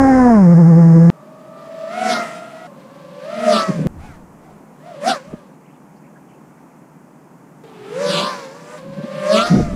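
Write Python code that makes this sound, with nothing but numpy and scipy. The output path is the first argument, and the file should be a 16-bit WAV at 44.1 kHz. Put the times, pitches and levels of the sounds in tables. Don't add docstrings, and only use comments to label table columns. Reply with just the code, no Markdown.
import sys
import numpy as np
from scipy import signal
from scipy.fft import rfft, irfft, next_fast_len
from scipy.io import wavfile
from scipy.ndimage import uniform_filter1d, map_coordinates

SR = 44100
rng = np.random.default_rng(int(sys.argv[2]) if len(sys.argv) > 2 else 0)


def store_wav(level_fs):
    pcm = np.round(np.clip(np.atleast_2d(level_fs), -1, 1) * 32767)
    wavfile.write(sys.argv[1], SR, pcm.T.astype(np.int16))


N = 429975
TIME = np.arange(N) / SR

# frequency in Hz, relative density in dB.
FIELD_COLOUR = [(18, -76), (30, -28), (110, -23.5), (150, 1.5), (185, -2.5), (274, -4.5), (374, -10.5),
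                (404, -12.5), (735, -14.5), (905, -13.5), (1690, -26), (2370, -31), (3780, -45.5),
                (6880, -37), (15000, -45.5)]
BUFFET_COLOUR = [(40, -39), (100, -24), (150, 9), (230, 0.5), (330, -11.5), (550, -19), (1000, -39),
                 (3000, -52), (9000, -90)]
RUMBLE_COLOUR = [(15, 3.5), (30, 2), (80, 6.5), (130, -0.5), (300, -7.5), (800, -63.5)]
RATTLE_COLOUR = [(100, -3), (250, 5.5), (800, -3), (1300, -5), (2000, -10.5), (2500, -25), (3200, -31),
                 (4500, -53.5)]
FRAME_HISS_COLOUR = [(2350, -32.5), (4000, -10.5), (4270, -14.5), (5190, 3.5), (5920, -4.5), (6440, 0),
                     (7850, -8), (10200, -9.5), (12400, -33), (13700, -39.5), (14800, -37.5), (15000, -74)]
WAKE_COLOUR = [(50, -42), (110, -35), (180, 4.5), (400, 0), (900, 0.5), (1600, -15.5), (2400, -38),
               (3500, -29.5)]
RUSH_COLOUR = [(100, -54), (700, -14), (1400, -1), (2300, 0), (3400, -3), (4900, -6.5), (6100, -15),
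               (6700, -24.5), (8000, -41.5)]
HISS_COLOUR = [(100, -67), (4500, -4), (6100, 6.5), (6600, 3.5), (7300, 4), (9500, 0), (11100, -1),
               (11900, -29), (13200, -14), (15500, -26)]
# centre in seconds, pitch in Hz, level in dB, half length in seconds.
BIRD_CALLS = [(5.68, 2520, -61, 0.035), (5.75, 2880, -66, 0.015), (5.975, 4800, -69, 0.013),
              (6.055, 2290, -59, .02), (6.168, 1530, -50.5, 0.009), (6.322, 2570, -63, 0.035),
              (6.585, 2030, -61, .01), (6.72, 2200, -63, 0.011)]
# centre in seconds, level in dB, half length in seconds.
WASH_PUFFS = [(3.696, -12, 0.0091), (3.762, -23, 0.022), (3.807, -16.5, 0.018), (3.873, -10, 0.016),
              (5.277, -36, 0.0047), (5.336, -23.5, 0.0072), (8.89, -34, 0.038), (8.989, -23.5, 0.013),
              (9.043, -23, 0.0088), (9.164, -32, 0.031), (9.516, -7.5, 0.0095), (9.549, -7, 0.016),
              (9.597, -12, 0.017), (9.661, -24.5, 0.041), (9.736, -25, 0.015)]
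# peak in seconds, level in dB, time to build and to die away in seconds.
WASH_EDDIES = [(4.011, -36, 0.15), (4.51, -54, .05), (5.33, -39, .025), (8.899, -51, 0.052),
               (9.63, -19.5, 0.054), (9.75, -24, 0.038)]
# time in seconds, shaft rate in Hz.
SHAFT_SPEED = [(0.0, 271.4), (0.19, 258.7), (0.3, 237), (0.476, 168.6), (0.53, 175.4), (0.548, 159.2),
               (0.598, 174.1), (0.648, 158.1), (0.694, 169.4), (0.748, 160.8), (0.776, 169.9),
               (0.926, 163.1), (1.062, 167.7), (1.09, 170.6)]
# multiple of the shaft rate, relative dB at full throttle, relative dB cruising.
FRAME_OVERTONES = [(2, 2, -4.5), (3, -2.5, 2.5), (4, -20, -7.5), (5, -20.5, -13), (6, -16.5, -27.5),
                   (7, -13.5, -25), (8, -19, -24.5), (9, -34.5, -35), (10, -41.5, -23), (11, -55.5, -26),
                   (12, -56, -25.5), (13, -55, -33)]
# frequency in Hz, gain in dB.
FRAME_RESONANCES = [(330, 3.5), (510, -3), (630, -6.5), (700, -2), (780, 1.5), (1000, 9), (1300, -1),
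                    (1530, 2.5), (1900, -4)]
PASS_STARTS = [1.1012, 2.67, 3.8706, 7.638, 8.78]
# time in seconds, slow pair in Hz, fast pair in Hz.
BLADE_RATES = [
    [(1.1, 580, 635), (1.88, 596.4, 645.3), (1.955, 653, 722), (2.04, 673.4, 752), (2.17, 640.7, 704),
     (2.3, 629.2, 680.4), (2.67, 626.3, 693.7)],
    [(2.67, 529.5, 580.3), (3.22, 521.5, 570.6), (3.33, 612, 679.5), (3.44, 638, 712), (3.58, 586, 662.5),
     (3.68, 564, 646.3), (3.87, 488, 554)],
    [(3.87, 451.6, 514.8), (5.55, 470.8, 518)],
    [(7.64, 373.9, 425.7), (7.83, 375.8, 418), (7.93, 431, 474), (8.02, 495, 577.2), (8.2, 511.4, 576.7),
     (8.29, 532, 597.3), (8.49, 446.5, 529), (8.58, 486, 583), (8.78, 479.6, 599)],
    [(8.78, 512, 555), (8.92, 513, 547.4), (9.08, 543.3, 599.3), (9.28, 541.8, 599.8), (9.45, 611.3, 702),
     (9.58, 631.3, 725.5), (9.75, 584, 636)],
]
# closest moment in seconds, height over speed in seconds, base levels in dB of
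# shaft tone, blade tone, overtones and rush, steepness of the fade, lowest echo notch in Hz.
PASSES = [(2.13, 0.053, -22, -15.5, -22.5, -25.5, 1.055, 2470),
          (3.557, .043, -16, -13, -21, -21, 0.98, 2021), (5.107, 0.032, -25, -17, -28.5, -24.5, 1.37, 2070),
          (8.17, 0.083, -23.5, -16, -20, -18.5, 1.28, 1822),
          (9.382, 0.046, -17.5, -13, -21.5, -20, 0.97, 1680)]
# peak in seconds, rise and sag in seconds, speed gained as a share,
# base level in dB of the flare heard from afar.
THROTTLE_BURSTS = [(2.665, .2, 0.0104, .03, -48), (4.05, 0.044, 0.084, .66, -43),
                   (4.47, 0.061, 0.092, 0.5, -55.5), (4.886, 0.058, 0.063, .37, -49),
                   (5.098, 0.039, .042, .52, -21.5), (5.31, 0.045, .11, .23, -51),
                   (7.645, .04, .07, .08, -51.5), (8.75, 0.055, 0.043, .04, -35.5)]
LAYER_CARRY = {"shaft": (0.46, 36.5, 42, -0.5, -29), "blade": (1.27, 24, 22.5, 10.5, -2),
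               "second": (-0.57, 22, 25.5, 21.5, -7), "third": (-0.1, 33, 32.5, 5.5, -11.5),
               "wake": (-0.5, 21.5, 24, 11, -9.5), "rush": (0.08, 32, 28.5, 12.5, -13),
               "hiss": (0.38, 32, 25.5, 17, -17.5)}


def undb(db):
    return 10 ** (np.asarray(db) / 20)


def unit(x):
    return x / np.sqrt(np.mean(x ** 2))


def curves(rows):
    s, *columns = np.transpose(rows)
    return [np.interp(TIME, s, c) for c in columns]


def noise(colour):
    hz, db = np.transpose(colour)
    size = next_fast_len(N)
    bins_hz = np.maximum(np.arange(size // 2 + 1) * SR / size, 1)
    shape = undb(np.interp(np.log(bins_hz), np.log(hz), db))
    return unit(irfft(rfft(rng.standard_normal(size)) * shape, size)[:N])


def walk(rate):
    steps = rng.standard_normal(8192)
    drift = np.interp(TIME * rate, np.arange(len(steps)), steps)
    return unit(uniform_filter1d(drift, max(int(SR / rate), 1)))


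def swell(centre_s, half_s):
    return np.exp(-.5 * np.minimum(((TIME - centre_s) / half_s) ** 2, 100))


def phase(hz):
    return 2 * np.pi * np.cumsum(hz) / SR


def field_bed(level_db=-43.5):
    return undb(level_db + 0.84 * walk(2.56)) * noise(FIELD_COLOUR)


def birds(glide=0.045, rasp=0.12):
    jitter = rasp * walk(400)
    calls = 0
    for s, hz, db, half_s in BIRD_CALLS:
        pitch = hz * (1 + glide * np.tanh((TIME - s) / half_s) + jitter)
        calls = calls + undb(db) * swell(s, half_s) * np.sqrt(2) * np.sin(phase(pitch))
    return calls


def downwash(low_cut_hz=125):
    puffs = sum(undb(db) * swell(s, half_s) for s, db, half_s in WASH_PUFFS)
    eddies = sum(undb(db) * np.exp(-np.abs(TIME - s) / life_s) for s, db, life_s in WASH_EDDIES)
    gust = noise(BUFFET_COLOUR)
    gust = gust / np.sqrt(uniform_filter1d(gust ** 2, size=700))
    thumps = signal.sosfilt(signal.butter(6, low_cut_hz, "high", fs=SR, output="sos"), puffs * gust)
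    gate = (TIME < PASS_STARTS[2]) | (TIME > PASSES[2][0])
    return thumps * gate + eddies * noise(RUMBLE_COLOUR)


def motor_ring(hiss_db, ring_hz=7450):
    pitch = ring_hz * (1 + .018 * walk(9.1) + 0.02 * walk(500))
    level = undb(np.minimum(hiss_db - 11, -61) + 4 * walk(4.7))
    return level * np.sqrt(2) * np.sin(phase(pitch))


def frame_whine(hz, angle, power, flutter_db=2.5, neighbour_db=-11):
    neighbour = phase(hz * .975 * (1 + 0.0249 * walk(17)))
    whine = 0
    for k, full_db, cruise_db in FRAME_OVERTONES:
        resonance_db = np.interp(k * hz, *np.transpose(FRAME_RESONANCES))
        gain = undb(cruise_db + power * (full_db - cruise_db) + resonance_db + flutter_db * walk(45))
        overtone = np.cos(k * angle + rng.uniform(0, 2 * np.pi))
        whine = whine + gain * (overtone + undb(neighbour_db) * np.cos(k * neighbour))
    return whine


def shaking_frame(wobble=.008, rattle_db=-12):
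    hz, = curves(SHAFT_SPEED)
    full_hz, cruise_hz = hz[0], hz[SR]
    power = np.clip((hz - cruise_hz) / (full_hz - cruise_hz), 0, 1)
    bite = power ** 0.54
    angle = phase(hz * (1 + wobble * walk(70.08)))
    whine = frame_whine(hz, angle, power)
    rattle = undb(rattle_db) * (1 + 0.29 * np.cos(angle)) * noise(RATTLE_COLOUR)
    puffing = unit(np.exp(0.43 * (1 - power) * np.cos(angle)))
    hiss = undb(-48.7 + 7.8 * power) * puffing * noise(FRAME_HISS_COLOUR)
    wind = undb(-46 + 22.2 * bite) * noise(RUMBLE_COLOUR)
    jostle = .07 * walk(90)
    hum = undb(-5.5 - 4.5 * power) * np.sqrt(2) * np.cos(angle + jostle)
    return hum + undb(-21 + 7.8 * bite) * (whine + rattle) + hiss + wind


def ground_echo(x, along, notch_hz, reach=1.28):
    elevation = 1 / np.hypot(1, (along - 0.17) / reach)
    climb_away = 0.59 * np.exp(-.5 * ((along - 2 * reach) / 6) ** 2) * (along > 0)
    lag_s = np.maximum(elevation, climb_away) / (2 * notch_hz)
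    dulled = uniform_filter1d(x, size=3)
    reflect = .9 * (lag_s / lag_s.max()) ** .7
    bounce = map_coordinates(dulled, [(TIME - lag_s) * SR], order=1, mode="nearest")
    return (x + reflect * bounce) / np.sqrt(1 + reflect ** 2)


def throttle_bursts():
    throttle, flare = 1, 0
    for s, rise_s, sag_s, share, db in THROTTLE_BURSTS:
        burst = swell(s, np.where(TIME < s, rise_s, sag_s))
        throttle = throttle + share * burst
        flare = flare + undb(db) * burst
    return throttle, flare


def propeller(hz, wobble=0.00308, sideband_db=-17, flutter_db=3.5):
    blade = phase(hz * (1 + wobble * walk(110))) + 2 * np.pi * rng.random()
    shaft = blade / 3
    hum = np.sin(shaft) + undb(-9) * np.sin(2 * shaft)
    second = np.sin(2 * blade) + undb(sideband_db) * (np.sin(5 * shaft) + np.sin(7 * shaft))
    third = np.sin(3 * blade) + undb(sideband_db) * (np.sin(8 * shaft) + np.sin(10 * shaft))
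    buzz = sum(undb(-2 * k) * np.sin(k * blade) for k in range(4, 11))
    cogging = undb(-15) * np.sin(24 * shaft)
    layers = hum, np.sin(blade), second, third, buzz + cogging
    return np.array([unit(layer) * undb(flutter_db * walk(18)) for layer in layers])


def prop_pair(hz, detune=.032, hunt=.006, twin_db=-5):
    lead = propeller(hz * (1 + hunt * walk(8)))
    twin = propeller(hz * (1 - detune + 2 * hunt * walk(6)))
    return lead + undb(twin_db) * twin


def flybys(hover_hz=650, earshot_s=5.56):
    which = np.searchsorted(PASS_STARTS[1:], TIME)
    passes = np.array(PASSES)[which].T
    closest_s, span_s, shaft_db, blade_db, overtone_db, rush_db, steepness, notch_hz = passes
    along = (TIME - closest_s) / span_s
    throttle, flare = throttle_bursts()
    slow_hz, fast_hz = throttle * np.choose(which, [np.array(curves(rows)) for rows in BLADE_RATES])

    def fader(layer, base_db):
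        lead, coming_db, going_db, octave_db, flare_db = LAYER_CARRY[layer]
        place = along + lead
        fall_db = steepness * np.where(place < 0, coming_db, going_db) * np.log10(np.hypot(1, place))
        speed_db = octave_db * np.log2(fast_hz / hover_hz)
        return np.hypot(undb(base_db - fall_db + speed_db), undb(flare_db) * flare)

    slow_pair = prop_pair(slow_hz) * undb([[-4], [-4], [.5], [.5], [.5]])
    shaft, blade, second, third, buzz = (unit(layer) for layer in slow_pair + prop_pair(fast_hz))
    tones = (fader("shaft", shaft_db) * shaft + fader("blade", blade_db) * blade
             + fader("second", overtone_db) * second)
    chop = 1 + 0.4 * np.sin(phase(fast_hz))
    rush = fader("rush", rush_db) * (chop * noise(RUSH_COLOUR) + undb(-7) * buzz)
    wake = fader("wake", overtone_db - 8.5) * noise(WAKE_COLOUR)
    hiss_gain = fader("hiss", rush_db - 11)
    hiss = hiss_gain * chop * noise(HISS_COLOUR)
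    air = (wake + rush + hiss) * undb(walk(60))
    combed = ground_echo(air + fader("third", overtone_db - 3) * third, along, notch_hz)
    out_of_earshot = (TIME > earshot_s) & (TIME < PASS_STARTS[3])
    return (tones + combed + motor_ring(20 * np.log10(hiss_gain))) * ~out_of_earshot


def scene(cut_s=.00012):
    cut = np.clip((TIME - PASS_STARTS[0]) / cut_s, 0, 1)
    on_board = shaking_frame()
    in_grass = flybys() + downwash() + field_bed() + birds()
    return ((1 - cut) * on_board + cut * in_grass)[None]


def record(dry):
    top_hz = 15400
    rounded = dry / (1 + np.abs(dry) ** 8) ** (1 / 8)
    return signal.sosfilt(signal.ellip(8, .2, 70, top_hz, fs=SR, output="sos"), rounded)


dry = scene()
out = record(dry)
store_wav(out)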